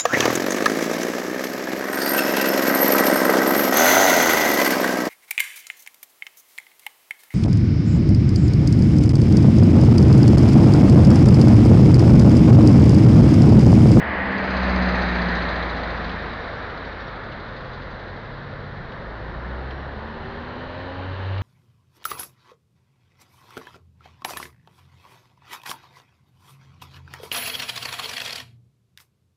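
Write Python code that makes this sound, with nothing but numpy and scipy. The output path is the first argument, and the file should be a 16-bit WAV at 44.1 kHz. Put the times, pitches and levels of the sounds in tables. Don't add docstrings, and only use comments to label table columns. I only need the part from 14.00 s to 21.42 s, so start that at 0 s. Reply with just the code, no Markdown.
import sys
import numpy as np
from scipy import signal
from scipy.fft import rfft, irfft, next_fast_len
from scipy.io import wavfile
from scipy.ndimage import uniform_filter1d, map_coordinates

SR = 44100
rng = np.random.default_rng(int(sys.argv[2]) if len(sys.argv) > 2 else 0)


def transcribe(signal):
    frames = np.atleast_2d(signal).T
    limited = np.clip(frames, -1, 1)
    pcm = np.round(limited * 32767).astype(np.int16)
    wavfile.write(sys.argv[1], SR, pcm)


N = 327222

# f/Hz, level/dB
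WASH_SPECTRUM = [(15, -20), (32, -1.5), (65, -7), (130, -5), (205, -7.5), (310, -17.5), (510, -8),
                 (720, -17.5), (1060, -14.5), (1800, -15), (2550, -34.5), (4050, -29), (5000, -41),
                 (6200, -53.5), (7200, -71)]
# start t/s, end t/s, first firing f/Hz, last firing f/Hz, level/dB, fade/(dB/s)
FAR_ENGINES = [(-.3, 4.9, 74.2, 92.4, -39, 1.6), (-.3, 7.8, 104, 106.3, -45, .6),
               (3.05, 5.05, 121.5, 146.5, -45, .8)]

# t/s, f/Hz
RISING_REVS = [(4.8, 47.6), (5.5, 62), (6.5, 82.3), (6.8, 88.6), (7.1, 93.2), (7.42, 96.9)]
# multiple of the firing rate, level/dB
PULSE_OVERTONES = [(2, 0), (3, 0), (4, -7), (5, -3.5), (6, 1), (7, 0), (8, -7), (9, 2), (10, -4), (11, -1),
                   (12, -1), (13, 0)]
# f/Hz, width/Hz, level/dB
PIPE_RESONANCES = [(124, 30, 5), (222, 26, 3), (254, 24, 1.5), (273, 12, 1), (334, 24, 3), (387, 30, 4),
                   (550, 40, -1.5), (618, 26, 1), (845, 50, -8), (970, 60, -11)]
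# f/Hz, width/Hz, level/dB
BOOM_RESONANCES = [(63, 17, -33.5), (97, 7, -26)]
# f/Hz, level/dB
ROLLING_SPECTRUM = [(120, -5.5), (400, -0.5), (600, -4.5), (900, 0.5), (1300, -6), (1800, -3.5),
                    (2300, -17.5), (3500, -34.5), (7000, -69)]
# f/Hz, level/dB
INTAKE_SPECTRUM = [(1500, -22), (2200, 1.5), (2600, 2), (3000, 5), (3400, -3), (4100, 0.5), (4800, -12),
                   (5500, -32), (6200, -27), (7200, -41.5)]

# t/s, level/dB
GRIT_SNAPS = [(2.0949, -28.5), (3.3209, -33), (4.92, -38), (5.708, -33.5), (7.3785, -33.5)]
# f/Hz, level/dB
STONE_SPECTRUM = [(1500, -12), (2300, 1), (2900, 4), (3800, 1), (5000, -11), (7000, -32)]

# t/s, f/Hz
COASTING_REVS = [(0, 66.6), (1, 60.8), (1.5, 58.4), (2, 56.8), (3, 52), (3.5, 48), (4, 46), (4.5, 46),
                 (4.9, 49)]
# f/Hz, level/dB
BODY_SPECTRUM = [(60, -25.5), (130, -10.5), (220, 1), (310, 1), (390, -3), (490, 0.5), (620, 1), (850, -3),
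                 (1300, -14.5), (3000, -70), (7000, -95)]
# f/Hz, level/dB
TYRE_SPECTRUM = [(300, -32), (700, -3), (1050, 1), (1400, -0.5), (1800, 0), (2300, -8), (2700, -14.5),
                 (3300, -17), (5000, -33), (7000, -73.5)]
# f/Hz, level/dB
TREAD_SPECTRUM = [(500, -54.5), (1300, -34.5), (1700, 0.5), (1880, -1.5), (2100, -10.5), (2700, -35.5),
                  (7000, -89.5)]
# t/s, half-length/s, level/dB
TREAD_SWELLS = [(0.168, 0.28, -29), (1.246, .35, -34)]
# f/Hz, level/dB
INJECTOR_SPECTRUM = [(1500, -23), (2500, 5), (3200, -2.5), (4000, 6.5), (4500, 1), (5000, -11.5),
                     (5550, -26.5), (6100, -20), (6600, -27), (7200, -45)]
# f/Hz, level/dB
VALVE_SPECTRUM = [(2500, -28), (3700, -10.5), (4300, 2), (4900, 3), (5500, -18), (6100, -10.5),
                  (6700, -20.5), (7200, -41.5)]
# multiple of the firing rate, level/dB
DRONE_PARTIALS = [(2, -20), (3, -1), (4, -11.5)]
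# f/Hz, width/Hz, level/dB
SILENCER_RESONANCES = [(194.1, 5.6, -28.5), (185.6, 7, -24.5), (178.9, 4.2, -29), (169.2, 8, -36.5)]
# start t/s, length/s, f/Hz, level/dB
BRAKE_SQUEALS = [(1.31, .21, 5718, -69), (1.76, .44, 5685, -73), (2.2, .62, 5660, -73.5),
                 (2.82, .26, 5627, -72), (5.71, .14, 5567, -73.5)]

PASS_S = 0.82
TIME = np.arange(N) / SR


def amp(db):
    return 10 ** (np.asarray(db) / 20)


def unit(x):
    return x / np.sqrt(np.mean(x ** 2) + 1e-20)


def curve(points):
    return np.interp(TIME, *np.transpose(points))


def step(at, span):
    return .5 + .5 * np.sin(np.pi * np.clip((TIME - at) / span, -.5, .5))


def swell(at, span):
    return np.exp(-((TIME - at) / span) ** 2)


def wobble(rate):
    return map_coordinates(rng.standard_normal(int(N * rate / SR) + 4), [TIME * rate])


def resonance(hz, peaks):
    return sum(amp(db) / (1 + ((hz - centre) / (width / 2)) ** 2) for centre, width, db in peaks)


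def filtered(x, response):
    size = next_fast_len(N + 8192)
    return irfft(rfft(x, size) * response(np.fft.rfftfreq(size, 1 / SR)), size)[:N]


def coloured(x, spectrum):
    f, db = np.transpose(spectrum)
    return unit(filtered(x, lambda hz: amp(np.interp(np.log(hz + 1), np.log(f), db))))


def rush(spectrum, patchy_db):
    bands = signal.stft(rng.standard_normal(N), nperseg=1024)[2]
    patches = uniform_filter1d(rng.standard_normal(bands.shape), size=5, axis=0)
    patches = unit(uniform_filter1d(patches, size=14, axis=1))
    noise = signal.istft(bands * amp(patchy_db * patches), nperseg=1024)[1][:N]
    return coloured(noise, spectrum)


def count_cycles(hz, waver):
    return np.cumsum(hz * (1 + waver * wobble(9))) / SR


def tone(cycles, shimmer_db):
    return np.sqrt(2) * np.sin(2 * np.pi * (cycles + rng.random())) * amp(shimmer_db * wobble(6.4))


def road_wash():
    return amp(-37.5 + 0.29 * wobble(1)) * rush(WASH_SPECTRUM, patchy_db=0.96)


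def far_engines(trim_db=-1.5):
    out = np.zeros(N)
    for start, end, first_hz, last_hz, db, fade in FAR_ENGINES:
        gate = step(start, span=0.22) * (1 - step(end, span=.25))
        level = amp(trim_db + db - fade * (TIME - start))
        hz = curve([(start, first_hz), (end, last_hz)])
        out += gate * level * tone(count_cycles(hz, waver=0.0066), shimmer_db=3.5)
    return out


def climbing_overtones(hz, fired, octaves, leak_db=-7.5):
    tilt_db = 10.5 * np.minimum(octaves, 0)
    out = np.zeros(N)
    for k, db in PULSE_OVERTONES:
        flutter_db = 0.3 * k * wobble(45)
        strength = amp(db + tilt_db * np.log2(k / 2) + flutter_db)
        pipe = amp(leak_db) + resonance(k * hz, PIPE_RESONANCES)
        out += strength * pipe * tone(k * fired, shimmer_db=1.4)
    return out


def accelerating_car(cruise_hz=85):
    hz = curve(RISING_REVS)
    octaves = np.log2(hz / cruise_hz)
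    fired = count_cycles(hz, waver=0.00314)
    throttle, eased = step(4.94, span=0.76), step(7.12, span=0.16)
    overtones = amp(-47.5 + 1.5 * octaves - 3.5 * eased) * climbing_overtones(hz, fired, octaves)
    growl = 1 + 0.16 * np.cos(2 * np.pi * fired)
    rolling = amp(-40 + octaves) * rush(ROLLING_SPECTRUM, patchy_db=1.0)
    intake = amp(-50 + 16.5 * octaves) * rush(INTAKE_SPECTRUM, patchy_db=1.1)
    boom = resonance(hz, BOOM_RESONANCES) * tone(fired, shimmer_db=.5)
    return throttle * (boom + overtones + growl * (rolling + intake))


def grit(decay_s=0.0083):
    envelope = sum(amp(db) * (TIME >= at) * np.exp(-np.abs(TIME - at) / decay_s) for at, db in GRIT_SNAPS)
    snaps = envelope * rng.standard_normal(N)
    return amp(-6) * np.std(snaps) * coloured(snaps, STONE_SPECTRUM)


def hatchback_path(lane_m=6.5, pass_m_per_s=6.89, braking_m_per_s2=0.34):
    t = TIME - PASS_S
    along_m = pass_m_per_s * t - braking_m_per_s2 * t ** 2 / 2
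    distance_m = np.hypot(along_m, lane_m)
    return np.log2(distance_m / lane_m), along_m / distance_m


def asphalt_bounce(x, bearing, strength=0.19):
    lag_ms = 0.47 + 0.11 * bearing
    return x + strength * map_coordinates(x, [np.arange(N) - lag_ms * SR / 1000], order=1)


def brakes(sag_hz_per_s=52, edge_s=.08, low_rate_hz=11025):
    out = np.zeros(N)
    for start, length, hz, db in BRAKE_SQUEALS:
        cycles = count_cycles(hz - sag_hz_per_s * (TIME - start), waver=.002)
        alias = low_rate_hz * TIME - cycles
        held = step(start, edge_s) * (1 - step(start + length, edge_s))
        out += amp(db) * held * (np.sin(2 * np.pi * cycles) + np.sin(2 * np.pi * alias))
    return amp(5 * wobble(60)) * out


def valve_gear(fired, rustle=.24):
    cycles = (fired - 3 / 4) / 4
    tick, since = np.floor(cycles).astype(int), cycles % 1
    strength = amp(2.6 * rng.standard_normal(256))[tick]
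    ticks = strength * (1 - np.exp(-since / .05)) * np.exp(-since / .13)
    return coloured((rustle + ticks) * rng.standard_normal(N), VALVE_SPECTRUM)


def injectors(fired, hiss=.42):
    cycles = fired + 1 / 4
    knock, since = np.floor(cycles).astype(int), cycles % 1
    knock_db = np.array([-10, 0, -9, -7])[knock % 4] + 1.5 * rng.standard_normal(1024)[knock]
    strikes = amp(knock_db) * (1 - np.exp(-since / .08)) * np.exp(-since / .55)
    return coloured((hiss + strikes) * rng.standard_normal(N), INJECTOR_SPECTRUM)


def exhaust(hz, fired, doublings, idle_db=-35.5, front_share=0.22):
    tailpipe_in_view, throttle_shut = step(.5, span=0.52), step(2.22, span=0.27)
    driven_db = -25.8 + 0.94 * (hz - hz[int(PASS_S * SR)])
    boom_db = driven_db * (1 - throttle_shut) + idle_db * throttle_shut
    facing = tailpipe_in_view - front_share * (1 - tailpipe_in_view)
    throb = tone(fired, shimmer_db=0) + amp(-15.5) * tone(2 * fired, shimmer_db=2.5)
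    partials = sum(amp(db) * tone(k * fired, shimmer_db=.5) for k, db in DRONE_PARTIALS)
    uneven = sum(tone(k / 4 * fired, shimmer_db=3) for k in (11, 13, 14, 15))
    boom = amp(boom_db) * facing * throb
    drone = resonance(3 * hz, SILENCER_RESONANCES) * (partials + amp(-17.5) * uneven)
    fade_out = 1 - step(6.4, span=.3)
    return (boom + drone) / 2 ** doublings * fade_out


def tyres(doublings, bearing):
    roar = amp(-26 - 9.5 * doublings - .5 * bearing) * rush(TYRE_SPECTRUM, patchy_db=0.7)
    singing = sum(amp(db) * swell(at, span) for at, span, db in TREAD_SWELLS)
    return roar + singing * rush(TREAD_SPECTRUM, patchy_db=1.0)


def hatchback():
    hz = curve(COASTING_REVS)
    fired = np.cumsum(hz) / SR
    doublings, bearing = hatchback_path()
    shaded = 1 - step(0.32, span=0.57)
    rattle = swell(3.83, span=0.35)
    clatter_db = -40.5 - 11 * doublings + 4 * bearing + 2 * rattle - 9.5 * shaded
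    valve_db = -47.5 - 16.5 * doublings + 11 * rattle - 15 * shaded
    body = amp(-28.5 - 8.5 * doublings) * rush(BODY_SPECTRUM, patchy_db=0)
    hiss = tyres(doublings, bearing) + amp(clatter_db) * injectors(fired)
    pipe = exhaust(hz, fired, doublings)
    valves = amp(valve_db) * valve_gear(fired)
    return pipe + body + valves + brakes() + asphalt_bounce(hiss, bearing)


def scene():
    return (hatchback() + accelerating_car() + far_engines() + grit() + road_wash())[None]


def record(dry, top_hz=7100):
    return filtered(dry[0], lambda hz: 1 / (1 + (hz / top_hz) ** 80))[None]


dry = scene()
out = record(dry)
transcribe(out)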